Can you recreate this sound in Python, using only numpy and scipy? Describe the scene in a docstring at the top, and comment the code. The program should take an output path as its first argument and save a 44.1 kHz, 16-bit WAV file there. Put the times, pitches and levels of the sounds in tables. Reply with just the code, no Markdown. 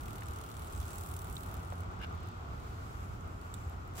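"""A dry, fast rattle: a snake shakes its tail in leaf litter, about 39 strokes a second, then tires to a
faint ticking. Close by, someone shifts and reaches out: leaves snap, twigs knock, cloth swishes,
something scuffs and squeaks thinly, and leaves are brushed aside.
Under it lie a low outdoor rumble, a steady rush of air, a few soft buffets and a far engine's hum."""
import sys
import numpy as np
from scipy import signal
from scipy.fft import rfft, irfft
from scipy.io import wavfile

SR = 44100
rng = np.random.default_rng(int(sys.argv[2]) if len(sys.argv) > 2 else 0)


def store_pcm(level_fs):
    """Save levels as 16-bit WAV."""
    pcm = np.round(np.clip(level_fs, -1, 1) * 32767).astype(np.int16)
    wavfile.write(sys.argv[1], SR, np.atleast_2d(pcm).T)


N = 176400
TIME = np.arange(N) / SR


# Speed of the shake: t/s, rate/(strokes per s)
TAIL_RATE = [(0, 41.2), (.15, 39.5), (.45, 38.7), (.6, 38.3), (1.15, 38.65), (1.3, 36.5), (1.45, 37.5),
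             (1.7, 37.2), (1.9, 38.8), (2.1, 37.3), (2.25, 36.3), (4, 36)]
# Effort of the shake, heard as loudness and brightness: t/s, level/dB, tilt/(dB per octave)
TAIL_EFFORT = [(0, -56, -1.5), (.45, -57.5, -1), (.7, -58.5, -1), (.85, -55.5, -1.5), (1.0, -53.8, 1.5),
               (1.15, -53.3, 1.5), (1.28, -56.5, 2), (1.5, -58, 0), (1.62, -64, -1), (1.82, -64, -.5),
               (1.87, -72, -3), (2.08, -72, -2), (2.24, -67.5, 0), (2.5, -90, 0)]
# Return stroke against forward stroke: t/s, level/dB
RETURN_STROKE = [(0, -8), (.45, -6), (.7, -1), (.9, -2), (1.15, -7), (1.3, -4), (1.8, -3), (2.05, -12)]
# Leaves the tip meets on every swing: delay/s, level/dB, decay/s, returning (1 = on the way back)
LEAF_CONTACTS = [(.0002, -3, .0022, 0), (.003, 0, .0018, 0), (.0083, -2.5, .001, 1), (.0118, 0, .0019, 1),
                 (.0187, -2.5, .0014, 1)]


def tail():
    """Each swing slaps the same few leaves, softer on the way back; they crackle as they settle."""
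    first_stroke_s, attack_s, reach_s, ear_lag_s = .0062, .0003, .01, .00036
    forward_jitter_s, scatter_db, settle_db, litter_db = .0004, 1.5, -11, 5
    turns = np.cumsum(curve(TAIL_RATE)) / SR
    swings = np.interp(np.arange(int(turns[-1]) - 1), turns, TIME) + first_stroke_s
    return_gain = undb(curve(RETURN_STROKE))
    fractures = crackle(per_s=9000, scatter_db=2.2)
    contact = undb(settle_db) * return_gain
    for delay, db, decay_s, returning in LEAF_CONTACTS:
        for at, (late, strong) in zip(swings + delay, rng.standard_normal((len(swings), 2))):
            near = slice(max(int((at - reach_s) * SR), 0), int((at + reach_s) * SR))
            age = TIME[near] - at - forward_jitter_s * late * (1 + returning)  # looser on the way back
            slap = bell(age, np.where(age < 0, attack_s, decay_s))
            gain = undb(db + scatter_db * strong) * return_gain[near] ** returning
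            contact[near] = np.hypot(contact[near], slap * gain)  # slaps add in power
    strokes = fractures * contact
    direct = np.array([np.roll(strokes, round(ear_lag_s * SR)), strokes])
    rattle = leaf_ring(direct + undb(litter_db) * litter(strokes))
    return unit(rattle) * undb(curve(TAIL_EFFORT)) * pan(-1.5)


# Papery ring of dry leaves: f/Hz, level/dB
LEAF_COLOUR = [(900, 0), (2000, -4), (3500, 1), (5000, -4), (6500, -.5), (7900, 4), (8800, -2), (9500, 4),
               (10500, -1), (11800, 2.2), (13700, -3.8), (15500, 2.2)]


def leaf_ring(x):
    """Strokes stir different leaves, so each band flickers on its own; harder shaking is brighter."""
    flicker_db, pivot_hz = 1.6, 8000
    centres, spacing = np.linspace(0, 16000, 9, retstep=True)
    spectrum = rfft(colour(x, LEAF_COLOUR))
    tilt = curve(TAIL_EFFORT, column=2)
    out = 0
    for hz in centres:
        band = irfft(spectrum * np.maximum(1 - np.abs(freqs() - hz) / spacing, 0), N)
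        octaves = np.log2(max(hz, spacing) / pivot_hz)
        out = out + band * undb(flicker_db * wander(38) + tilt * octaves)
    return out


def crackle(per_s, scatter_db):
    """Random tiny fractures, a few much stronger than the rest."""
    hit = rng.random(N) < per_s / SR
    size = undb(scatter_db * np.minimum(rng.exponential(size=N), np.pi))
    return unit(hit * size * np.sign(rng.standard_normal(N)))


def litter(x, smear_s=.0005):
    """Scatter among many leaves smears each fracture into a brief hiss, different at each ear."""
    keep = np.exp(-1 / (smear_s * SR))
    power = signal.lfilter([1 - keep], [1, -keep], x ** 2)
    return np.sqrt(power) * rng.standard_normal((2, N))


def burst(at, decay_s, click_s=.0005, click_db=3):
    """A sharp click that dies away in a brief crack."""
    age = TIME - at
    shape = np.exp(-np.abs(age) / decay_s) + undb(click_db) * np.exp(-np.abs(age) / click_s)
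    return rng.standard_normal((2, N)) * (age > 0) * shape


# Crisp single snaps: t/s, level/dB, f/Hz, ring against crack/dB, decay/s, pan L-R/dB
LEAF_SNAPS = [(.932, -52, 7660, 0, .0015, -5), (.982, -49, 9670, -6, .002, -5),
              (1.138, -50.5, 9600, -8, .0025, -5), (1.165, -51, 8140, -2, .0025, -5),
              (1.3265, -53.5, 8050, -3, .002, -5), (1.3555, -53, 7980, -2, .003, -5),
              (1.367, -50.5, 3750, 6.5, 0.0033, -5), (1.541, -53, 13600, 2, .0016, -4),
              (1.736, -58, 5900, -10, 0.0022, -1), (1.805, -54, 9000, -19, 0.0025, -1),
              (2.016, -59, 4470, -12, 0.0044, -4), (2.272, -56, 9150, -25, 0.0028, 0),
              (2.287, -55.5, 6944, -11, 0.0033, -1), (3.209, -64, 6700, 3, 0.0015, -3),
              (3.276, -62, 8800, -8, 0.0024, -5), (3.414, -60, 4504, -6, 0.0033, -7),
              (3.540, -59, 3560, 11, 0.0045, -6), (3.541, -53, 7850, 4, .0052, -8),
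              (3.697, -58, 12000, -6, 0.002, -4)]


def leaf_snaps(q=13):
    """Dry leaves crack, each with a ring of its own."""
    out = 0
    for at, db, hz, ring_db, decay_s, side_db in LEAF_SNAPS:
        crack = burst(at, decay_s)
        tone = ring(crack, hz, hz / q) * np.sqrt(SR * q / hz / np.pi)  # as strong as the crack
        out = out + undb(db) * pan(side_db) * (colour(crack, LEAF_COLOUR) + undb(ring_db) * tone)
    return out


# Dull, woody knocks: t/s, level/dB, f/Hz, decay/s, pan L-R/dB
TWIG_KNOCKS = [(.2215, -40, 1600, .004, 2), (1.7225, -33.5, 700, .007, 1.5)]


def twig_knocks():
    """Twigs knock lower than the leaves, through a broad, heavily damped resonance."""
    out = 0
    for at, db, hz, decay_s, side_db in TWIG_KNOCKS:
        knock = double_ring(burst(at, decay_s), hz, .85 * hz) * np.sqrt(SR / hz) / 2
        out = out + undb(db) * pan(side_db) * knock
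    return out


# Envelope of one short scuff: t/s, level/dB
SCUFF_LEVEL = [(1.99, -75), (2.003, -52), (2.009, -58), (2.016, -49), (2.023, -50), (2.034, -45.5),
               (2.048, -42), (2.054, -52), (2.065, -75)]
# Body of the scuff: f/Hz, half-width/Hz, level/dB
SCUFF_MODES = [(600, 400, -8), (1600, 150, -1), (2080, 340, -5), (2780, 140, -4.5), (3480, 100, -14),
               (4650, 450, -17), (9500, 2500, -22)]


def scuff():
    """Stick-slip catches ring a few resonances."""
    catches = litter(crackle(per_s=1630, scatter_db=.82))
    body = sum(undb(db) * unit(double_ring(catches, hz, 2 * half)) for hz, half, db in SCUFF_MODES)
    level_db = curve(SCUFF_LEVEL)
    gate = level_db > max(SCUFF_LEVEL[0][1], SCUFF_LEVEL[-1][1])
    return unit(body) * undb(level_db) * gate * pan(.9)


# Swell of the sleeve: t/s, level/dB
SLEEVE_LEVEL = [(0, -107), (2.42, -70), (2.6, -63.5), (2.85, -61), (3.05, -60.5), (3.23, -66.5),
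                (3.45, -64), (3.62, -60), (3.78, -67.5), (4, -68)]
# Soft hiss of cloth: f/Hz, level/dB
SLEEVE_COLOUR = [(800, 7.5), (2200, 5.5), (4000, -4), (6000, -1.5), (7800, 0.5), (8800, -6), (11800, -3),
                 (13300, -6), (15500, -6)]


def sleeve(flicker_db=.9):
    """A sleeve swishes smoothly as the arm reaches out."""
    cloth = unit(colour(rng.standard_normal((2, N)), SLEEVE_COLOUR))
    return cloth * undb(curve(SLEEVE_LEVEL) + flicker_db * wander(15))


# Sudden rustle at the very end: t/s, level/dB
BRUSH_LEVEL = [(3.92, -91), (3.955, -53.5), (3.975, -46), (3.985, -43), (4, -43)]
# Full-bodied tone of that rustle: f/Hz, level/dB
BRUSH_COLOUR = [(200, 11), (900, 11.5), (2500, 6.5), (4500, 1), (7600, 8), (9000, 1.5), (13000, 1.5),
                (15500, 3)]


def brushed_leaves():
    """Leaves pushed aside give a dense run of tiny fractures."""
    rustle = colour(litter(crackle(per_s=2300, scatter_db=1.1)), BRUSH_COLOUR)
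    return unit(rustle) * undb(curve(BRUSH_LEVEL)) * pan(.41)


# Soft rubs: t/s, level/dB, f/Hz, width/Hz, spread in time/s
CLOTH_RUBS = [(2.267, -65.5, 3280, 2500, .11), (2.7, -69, 3950, 2500, 0.17), (3.6, -71, 7400, 1000, 0.094)]


def cloth_rubs():
    """Cloth slides past the plants in soft swells of hiss."""
    out = 0
    for at, db, hz, width, spread_s in CLOTH_RUBS:
        hiss = unit(double_ring(rng.standard_normal((2, N)), hz, width))
        out = out + hiss * undb(db) * bell(TIME - at, spread_s)
    return out


# Thin squeaks, one list of points each: t/s, f/Hz, level/dB
SQUEAK_GLIDES = [
    [(2.015, 11750, -84), (2.04, 11550, -79), (2.08, 11950, -86)],
    [(2.095, 12700, -86), (2.135, 13050, -82), (2.16, 14200, -80), (2.182, 15700, -83)],
    [(2.35, 12050, -88), (2.38, 11550, -82), (2.405, 12050, -84)],
]


def squeaks(fade_s=.008, waver=.007):
    """Faint whistles that dip or glide upward at the top of hearing."""
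    out = 0
    for glide in SQUEAK_GLIDES:
        start, end = glide[0][0], glide[-1][0]
        gate = np.clip(np.minimum(TIME - start, end - TIME) / fade_s, 0, 1)
        pitch_hz = curve(glide) * (1 + waver * wander(200))
        phase = 2 * np.pi * np.cumsum(pitch_hz) / SR
        out = out + np.sqrt(2) * np.sin(phase) * gate * undb(curve(glide, column=2))
    return out


def stray_ticks(level_db=-78.5):
    """Disturbed leaves tick faintly at random."""
    ticks = litter(crackle(per_s=38, scatter_db=5.3))
    return unit(colour(ticks, LEAF_COLOUR)) * undb(level_db)


# Soft, low thumps: t/s, level/dB, f/Hz, spread in time/s
WIND_BUFFETS = [(.305, -31.5, 65, 0.0066), (0.806, -35.5, 66, 0.018), (3.672, -30.5, 80, 0.0062)]


def wind_buffets():
    """Air bumps the microphone in brief low swells."""
    return sum(undb(db) * bell(TIME - at, spread_s) * np.sin(2 * np.pi * (hz * TIME + rng.random()))
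               for at, db, hz, spread_s in WIND_BUFFETS)


# Drift of the engine's hum: t/s, f/Hz, level/dB
ENGINE_HUM = [(0, 87, -59), (.8, 84.16, -49.5), (1.4, 87.93, -46), (2.1, 87.15, -45.5), (2.6, 86.4, -59),
              (3.2, 88, -48), (4, 83, -50)]
# Its harmonics: multiple of the pitch, relative level/dB
ENGINE_HARMONICS = [(1, -1.5), (2, -14), (3, -21)]


def engine(waver=.016, flicker_db=2):
    """A far engine hums; its pitch wavers and each harmonic swells on its own."""
    pitch_hz = curve(ENGINE_HUM) * (1 + waver * wander(7.92))
    phase = 2 * np.pi * np.cumsum(pitch_hz) / SR
    hum = sum(undb(db + flicker_db * wander(5.6)) * np.sin(k * phase) for k, db in ENGINE_HARMONICS)
    return np.sqrt(2) * hum * undb(curve(ENGINE_HUM, column=2)) * pan(-1)


# Bass-heavy outdoor bed: f/Hz, level/dB
AIR_COLOUR = [(20, -18.5), (35, -7.5), (60, 2.5), (80, 0.5), (110, -1), (145, -8.5), (210, -13.5),
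              (290, -15.5), (400, -16), (540, -24), (660, -20), (800, -19), (980, -22), (1200, -19.5),
              (1400, -20.5), (1650, -32.5), (2200, -33.5), (3400, -39), (5000, -44), (7800, -45.5),
              (8800, -61.5), (15500, -54.5)]
# Its stereo width: f/Hz, side against mid/dB
AIR_WIDTH = [(25, -20), (60, -11.5), (110, -21.5), (200, -10), (330, -3.5), (520, 3), (720, 1), (1290, 6),
             (2200, 1.5), (8000, 0)]
# Gentle fader ride on the rush of air: t/s, level/dB
RUSH_LEVEL = [(0, 1), (1, 0.75), (2, 1), (3, -1), (4, -0.5)]


def outdoors():
    """A nearly centred, unsteady rumble under a wide rush of air."""
    mid_db, crossover_hz, rumble_flicker_db, rush_flicker_db = -44.5, 300, 1.5, .7
    mid, side = colour(rng.standard_normal((2, N)), AIR_COLOUR)
    bed = (mid + np.array([[1], [-1]]) * colour(side, AIR_WIDTH)) / np.std(mid) * undb(mid_db)
    low = irfft(rfft(bed) / (1 + (freqs() / crossover_hz) ** 4), N)
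    rumble = low * undb(rumble_flicker_db * wander(5.8))
    rush = (bed - low) * undb(curve(RUSH_LEVEL) + rush_flicker_db * wander(9.8))
    return rumble * pan(-1) + rush * pan(.35)


def undb(db):
    """Decibels to gain."""
    return 10 ** (np.asarray(db) / 20)


def unit(x):
    """Scale to rms 1."""
    return x / np.sqrt(np.mean(x ** 2) + 1e-30)


def curve(table, column=1):
    """One column of a table, joined by straight lines in time."""
    rows = np.array(table, float)
    return np.interp(TIME, rows[:, 0], rows[:, column])


def bell(age, spread_s):
    """A Gaussian swell that peaks at age 0."""
    return np.exp(-(age / spread_s) ** 2 / 2)


def freqs():
    """Frequency of each spectrum bin, at least 1 Hz."""
    return np.maximum(np.arange(N // 2 + 1) * SR / N, 1)


def colour(x, points):
    """Equalise through points of f/Hz, level/dB."""
    hz, db = np.array(points, float).T
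    return irfft(rfft(x) * undb(np.interp(np.log(freqs()), np.log(hz), db)), N)


def ring(x, hz, width):
    """A damped resonance."""
    f = freqs()
    return irfft(rfft(x) / (1 + 1j * (f * f - hz * hz) / (f * width)), N)


def double_ring(x, hz, width):
    """The same resonance twice, for steeper skirts."""
    return ring(ring(x, hz, width), hz, width)


def pan(db):
    """Left and right gains, the left louder by db."""
    return undb(np.array([[db], [-db]]) / 2)


def wander(rate_hz):
    """Smooth random drift with rms 1."""
    return unit(irfft(rfft(rng.standard_normal(N)) * np.exp(-(freqs() / rate_hz) ** 2), N))


def scene():
    """The snake and the person's movements over the outdoor bed."""
    background = outdoors() + wind_buffets() + engine()
    snake = tail() + stray_ticks()
    person = leaf_snaps() + twig_knocks() + scuff() + sleeve() + brushed_leaves() + cloth_rubs()
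    return snake + person + squeaks() + background


def record(dry, top_hz=15720):
    """A steep low-pass cuts the very top."""
    return signal.sosfilt(signal.ellip(10, .2, 70, top_hz, fs=SR, output="sos"), dry)


dry = scene()
out = record(dry)
store_pcm(out)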